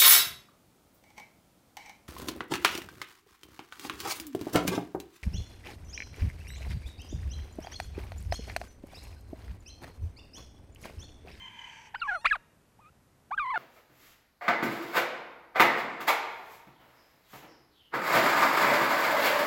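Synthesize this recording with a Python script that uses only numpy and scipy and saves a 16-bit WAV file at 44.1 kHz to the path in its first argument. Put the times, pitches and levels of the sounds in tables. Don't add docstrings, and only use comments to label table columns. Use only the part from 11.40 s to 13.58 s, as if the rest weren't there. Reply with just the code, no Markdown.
import sys
import numpy as np
from scipy import signal
from scipy.fft import rfft, irfft
from scipy.io import wavfile
from scipy.ndimage import uniform_filter1d

SR = 44100
rng = np.random.default_rng(int(sys.argv[2]) if len(sys.argv) > 2 else 0)


def dump_mix(stems):
    frames = np.atleast_2d(stems).T
    limited = np.clip(frames, -1, 1)
    pcm = np.round(limited * 32767).astype(np.int16)
    wavfile.write(sys.argv[1], SR, pcm)


def volts(x):
    e = np.asarray(x, float) / 20
    return 10 ** e


N = 96049
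T = np.arange(N) / SR


def evened(x):
    return x / np.sqrt(np.mean(x ** 2) + 1e-20)


def coloured(points):
    f, db = np.transpose(points)
    hz = np.fft.rfftfreq(N, 1 / SR)
    gain = volts(np.interp(np.log(hz + 1), np.log(f + 1), db))
    return evened(irfft(rfft(rng.standard_normal(N)) * gain, N))


def drift(size):
    return evened(uniform_filter1d(uniform_filter1d(rng.standard_normal(N), size), size))


def follow(rows):
    cols = np.transpose(rows)
    start, end = cols[0][0], cols[0][-1]
    gate = np.clip(np.minimum(T - start, end - T) / .002 + 1, 0, 1)
    return gate, [uniform_filter1d(np.interp(T, cols[0], c), size=60) for c in cols[1:]]


def swell(s, width):
    return np.exp(-((T - s) / width) ** 4)


def phase(hz):
    return 2 * np.pi * np.cumsum(hz) / SR


def band(hz, width):
    r = np.exp(-np.pi * width / SR)
    z = rng.standard_normal((2, N))
    slow = z[0] + 1j * z[1]
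    for _ in range(2):
        slow = signal.lfilter([1 - r], [1, -r], slow)
    return evened((slow * np.exp(1j * phase(hz))).real)


# pitch_hz, level_db
YARD = [(20, -15.5), (55, -5), (120, -1.5), (320, -11), (1290, -19), (3660, -29), (8000, -30.5),
        (14000, -32)]


def yard():
    u = T - .25
    bump = volts(-62.5) * np.exp(-(u / .025) ** 2) * np.sin(2 * np.pi * 42 * u)
    rumble = coloured([(30, -3.0), (80, -4.5), (300, -6.5), (600, -40)])
    rumble *= volts(-60.5) * np.exp(-T / .15)
    return volts(-64) * coloured(YARD) + bump + rumble


# pitch_hz, width_hz, level_db
WHEEZE = [(950, 139, -1.5), (1660, 130, -6.5), (2050, 730, -3), (2380, 82, -6.5), (3116, 400, -3.5),
          (4720, 170, -16), (6190, 830, -10.5)]
# start_s, level_db
WHEEZE_LEVEL = [(0, -55.5), (.13, -55), (.2, -52), (.33, -51), (.47, -56), (.54, -62.5), (.68, -55.5),
                (.76, -55)]
# start_s, level_db
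WHEEZE_TOP = [(.12, -10.5), (.25, -5), (.48, 2.5), (.5, -14.5), (.635, -14.5), (.65, -0.5)]


def far_wheeze():
    gate, (db,) = follow(WHEEZE_LEVEL)
    top_db = np.interp(T, *np.transpose(WHEEZE_TOP))
    sag = 1 - 0.15 * np.clip(T - .2, 0, .4)
    hoarse = evened(sum(volts(d + top_db * (f > 4000)) * band(f * sag, w) for f, w, d in WHEEZE))
    wash = coloured([(500, -19.0), (900, -39), (2500, 19.5), (3400, -9.0),
                     (4000, -3.5), (8300, -3.5), (9500, -45)])
    hoarse += volts(-6 + top_db / 2) * wash
    flutter_db = 1 * drift(size=200)
    return gate * volts(db + flutter_db) * hoarse


def squeal(rows, steps_db, waver, dull_db=0, slide=0, flicker_db=3.5):
    gate, (hz, db) = follow(rows)
    turn = phase(hz * (1 + slide + waver * drift(size=150)))
    flicker = flicker_db * drift(size=170)
    late = (db.max() - db) * dull_db / 10
    stack = 0
    for k, step_db in enumerate(steps_db, 1):
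        level_db = step_db + np.roll(flicker, k * N // 12) + late * max(k - 4, 0)
        stack = stack + volts(level_db) * np.cos(k * turn + k * k)
    return np.sqrt(2) * gate * volts(db) * stack


# start_s, pitch_hz, level_db
SQUEAL_A = [(0, 1035, -58), (.05, 1042, -57.5), (.062, 1039, -54.5), (.073, 977, -64), (.082, 1044, -54.5),
            (.105, 1003, -73), (.12, 1048, -67.5), (.16, 1028, -65.5), (.245, 1015, -60.5),
            (.33, 1025, -74)]
SQUEAL_B = [(.69, 838, -88), (.728, 811, -76), (.742, 838, -66), (.8, 844, -64), (.812, 872, -63)]
SQUEAL_C = [(.813, 925, -63), (.85, 925, -64), (.87, 930, -72), (1.13, 935, -80)]
SQUEAL_D = [(1.945, 842, -70), (1.985, 837, -66.5)]
# start_s, pitch_hz, level_db
STRAND = [(.076, 2720, -72), (.09, 2400, -65), (.112, 2130, -74)]
A_DB = [-3, 1, 9, -17.5, -24, -15.5, -22.5]
B_DB = [4, -22, -3.5, -8, 4, -28, -9, -18, -20, -14, -7]
C_DB = [1, -2, -3.5, -8.5, -21, -10.5, -21, -14, -19.5, -12.5]
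D_DB = [6]


def far_squeals():
    broken = T > .172
    beat = np.pi * 37.5 * (T - .22)
    throb = volts(-21 * broken * (np.sin(beat) ** 2 - 0.4271))
    slide = -.012 * broken * np.sin(2 * beat)
    out = throb * squeal(SQUEAL_A, A_DB, .004, slide=slide, flicker_db=2.0)
    out += squeal(SQUEAL_B, B_DB, 0.00088, flicker_db=1.5)
    out += squeal(STRAND, D_DB, 0.0036)
    out += squeal(SQUEAL_C, C_DB, 0.006, dull_db=-8)
    return out + squeal(SQUEAL_D, D_DB, 0.0027)


# pitch_hz, level_db
THROAT = [(3300, 0), (4300, 1.5), (4900, -11), (5400, -20.5), (6300, -24.5), (9000, -8.5), (13000, -40)]
# middle_s, half_width_s, half_line_db, rasp_db, jitter_rad
SLIPS = [
    (0.551, 0.0026, -47, -72, 0.25),
    (0.847, 0.0035, -10, -76, .3),
    (0.86, 0.007, -20, -40.5, 0.17),
    (0.961, 0.0029, -33, -69, 0.11),
    (1.914, 0.0025, -39, -83, 0.061),
    (2.15, 0.013, -22, -72, 0.073),
    (0.726, 0.032, -27, -72, 0.042),
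    (0.892, 0.0175, -40, -56.5, 0.29),
    (1.985, 0.0075, -40, -76, 0.035),
    (2.064, 0.011, -44, -72.5, .07),
]


def phrase(notes, rough_db, step_db, beak_db):
    gate, (hz, first_db, second_db) = follow(np.concatenate(notes))
    u = T - 2.066
    quiver = 0.032 * np.cos(2 * np.pi * 41.6 * u) * np.exp(-(u / 0.052) ** 2)
    jitter = sum(rad * swell(s, w) for s, w, _, _, rad in SLIPS)
    turn = phase(hz * (1 + quiver)) + drift(size=30) * jitter
    out = volts(first_db) * np.cos(turn)
    shimmer_db = 1.5 * drift(size=130)
    for k in range(2, 12):
        level_db = second_db + step_db * (k - 2) ** 0.5
        if k > 2:
            level_db = level_db + np.interp(k * hz, *np.transpose(THROAT)) + np.roll(shimmer_db, k * N // 12)
        beak = volts(beak_db + first_db / 2) * np.exp(-((k * hz - 8430) / 2200) ** 2)
        out += (volts(level_db) + beak) * np.cos(k * turn + k * np.pi / 2 + (k - 1) * .6)
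    pairs = sum(volts(db) * swell(s, w) for s, w, db, _, _ in SLIPS)
    out *= 1 + 2 * pairs * np.cos(turn / 2) + volts(rough_db) * drift(size=12)
    return np.sqrt(2) * gate * out


# pitch_hz, level_db
RASP = [(500, -28.5), (2000, 10.5), (4000, -16.5), (7000, -7.5), (11000, -18.5), (14000, -52.5)]


def rasp(voice):
    bursts = sum(volts(db) * swell(s, w) for s, w, _, db, _ in SLIPS)
    return coloured(RASP) * (bursts + volts(-40.5) * abs(voice))


# start_s, level_db, pitch_hz, width_s
TICKS = [
    (.848, -56, 260, .004),
    (.9605, -50, 10000, .0001),
    (1.954, -56, 6500, .00015),
    (1.9, -67, 6500, .0002),
    (1.929, -62, 6000, .0002),
    (2.009, -63, 7500, .0002),
    (2.061, -63, 5500, .0002),
]


def beak_ticks():
    return sum(volts(db) * np.exp(-((T - s) / w) ** 2) * np.cos(2 * np.pi * hz * (T - s))
               for s, db, hz, w in TICKS)


def puffs(voice):
    sos = signal.butter(2, [22, 49], "band", fs=SR, output="sos")
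    return volts(-32.5 + 17.5) * signal.sosfilt(sos, abs(voice))


def yard_echo(voice):
    t = T[:SR // 2]
    tail = rng.standard_normal(SR // 2) * volts(-60 * t / .6) * (t > .006)
    return volts(-34) * signal.fftconvolve(voice, tail / np.linalg.norm(tail))[:N]


# start_s, pitch_hz, fundamental_db, overtone_db
CUT_1 = [(.543, 764, -42.5, -49.5), (.549, 899, -32, -32), (.555, 1193, -44, -49), (.557, 1483, -32, -44),
         (.565, 1520, -42, -51.5), (.575, 1580, -71.5, -81.5)]
ARCH_1 = [(.558, 2170, -81, -71.5), (.575, 2500, -69, -67), (.59, 2523, -66.5, -68.5),
          (.603, 2263, -60.5, -50), (.615, 1680, -58.5, -53.5)]
FALL_1 = [(.615, 1492, -44.5, -59.5), (.619, 1402, -29, -35), (.628, 1383, -30, -36),
          (.643, 1118, -38.5, -50.5), (.656, 1175, -36, -51.5), (.675, 1022, -35.5, -67.5)]
WARBLE_1 = [(0.677, 841, -40.5, -40), (0.693, 837.6, -38, -25), (0.71, 773, -40, -35),
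            (0.718, 712, -38.5, -29.5), (0.732, 723, -36.5, -31.5), (0.741, 783, -39.5, -37.5),
            (0.751, 717, -38.5, -29), (.768, 650, -39, -35.5), (0.792, 534, -57.5, -60.5)]
CUT_2 = [(.8465, 696, -31.5, -33.5), (.85, 963, -48, -29.5), (.853, 1048, -20, -36),
         (.858, 1177, -22.5, -18), (.863, 1344, -21, -25.5), (.8665, 1402, -24.5, -29.5),
         (.869, 1872, -25, -45), (.872, 2050, -20.5, -48), (.8745, 2380, -37, -49)]
ARCH_2 = [(0.876, 2386, -29, -50.5), (0.885, 2490, -41, -58.5), (0.891, 2762, -38, -76),
          (0.898, 2456, -47, -63), (0.9, 2372, -32.5, -51.5), (.908, 1882, -41.5, -53),
          (0.912, 1701, -22, -51), (0.924, 1659, -19.5, -45), (0.926, 1489, -31.5, -52)]
FALL_2 = [(0.929, 1315, -24.5, -30.5), (0.947, 1147, -32.5, -43.5), (.953, 950, -38, -44),
          (0.957, 783, -38, -30), (0.97, 543, -48.5, -53.5)]
PEEP = [(1.392, 787, -54.5, -98), (1.413, 1275, -64.5, -73), (1.452, 1184, -58.5, -67.5),
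        (1.465, 1257, -55, -64), (1.482, 1262, -61, -69.5), (1.497, 1407, -62.5, -75)]
CUT_3 = [(1.9085, 717, -42, -57), (1.914, 760, -32, -36), (1.919, 885, -30.5, -51.5),
         (1.923, 1082, -31, -51), (1.933, 1177, -32, -44.5), (1.945, 1255, -32, -51.5),
         (1.951, 1495, -50, -66), (1.956, 1380, -67, -82.5), (1.972, 1310, -50, -75)]
FALL_3 = [(1.975, 1678, -53, -51), (1.979, 1616, -25.5, -55), (1.988, 1567, -25.5, -51),
          (1.993, 1424, -30.5, -49.5), (1.997, 1227, -29, -35.5), (2.023, 1162, -31.5, -41.5),
          (2.054, 999.5, -35.5, -47.5)]
WARBLE_3 = [(2.059, 1024, -33, -43.5), (2.098, 1009, -33.5, -42.5), (2.107, 1142, -29, -41.5),
            (2.121, 1009, -33, -40.5), (2.134, 1009, -31, -45)]
SINK_3 = [(2.138, 906, -33.5, -48), (2.144, 856, -31, -30.5), (2.151, 901, -28, -36.5),
          (2.157, 867, -32, -33), (2.159, 768, -33, -26.5), (2.165, 718, -33.5, -31),
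          (2.178, 694.3, -38.5, -27)]
# notes, roughness_db, overtone_step_db, beak_ring_db
PHRASES = [
    ([CUT_1], -30.5, -15, -73),
    ([ARCH_1], -33.5, -24, -57),
    ([FALL_1, WARBLE_1], -34, -21.5, -67.5),
    ([CUT_2, ARCH_2, FALL_2], -26.5, -13.5, -59),
    ([PEEP], -15.5, -20, -80),
    ([CUT_3], -35.5, -16, -71),
    ([FALL_3, WARBLE_3, SINK_3], -28, -16.5, -75),
]


def turkey():
    voice = sum(phrase(*p) for p in PHRASES)
    voice += rasp(voice)
    throat_floor = signal.butter(2, 520, "high", fs=SR, output="sos")
    voice = signal.sosfiltfilt(throat_floor, voice) + beak_ticks()
    return voice + puffs(voice) + yard_echo(voice)


def scene():
    return (yard() + far_wheeze() + far_squeals() + turkey())[None]


def top_cut(x):
    return signal.sosfilt(signal.butter(12, 13860, fs=SR, output="sos"), x)


def record(dry):
    edge = signal.firwin(511, 14500, window=("kaiser", 9), fs=SR)
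    mix = signal.oaconvolve(dry, edge[None], "same")
    return top_cut(mix)


dry = scene()
out = record(dry)
dump_mix(out)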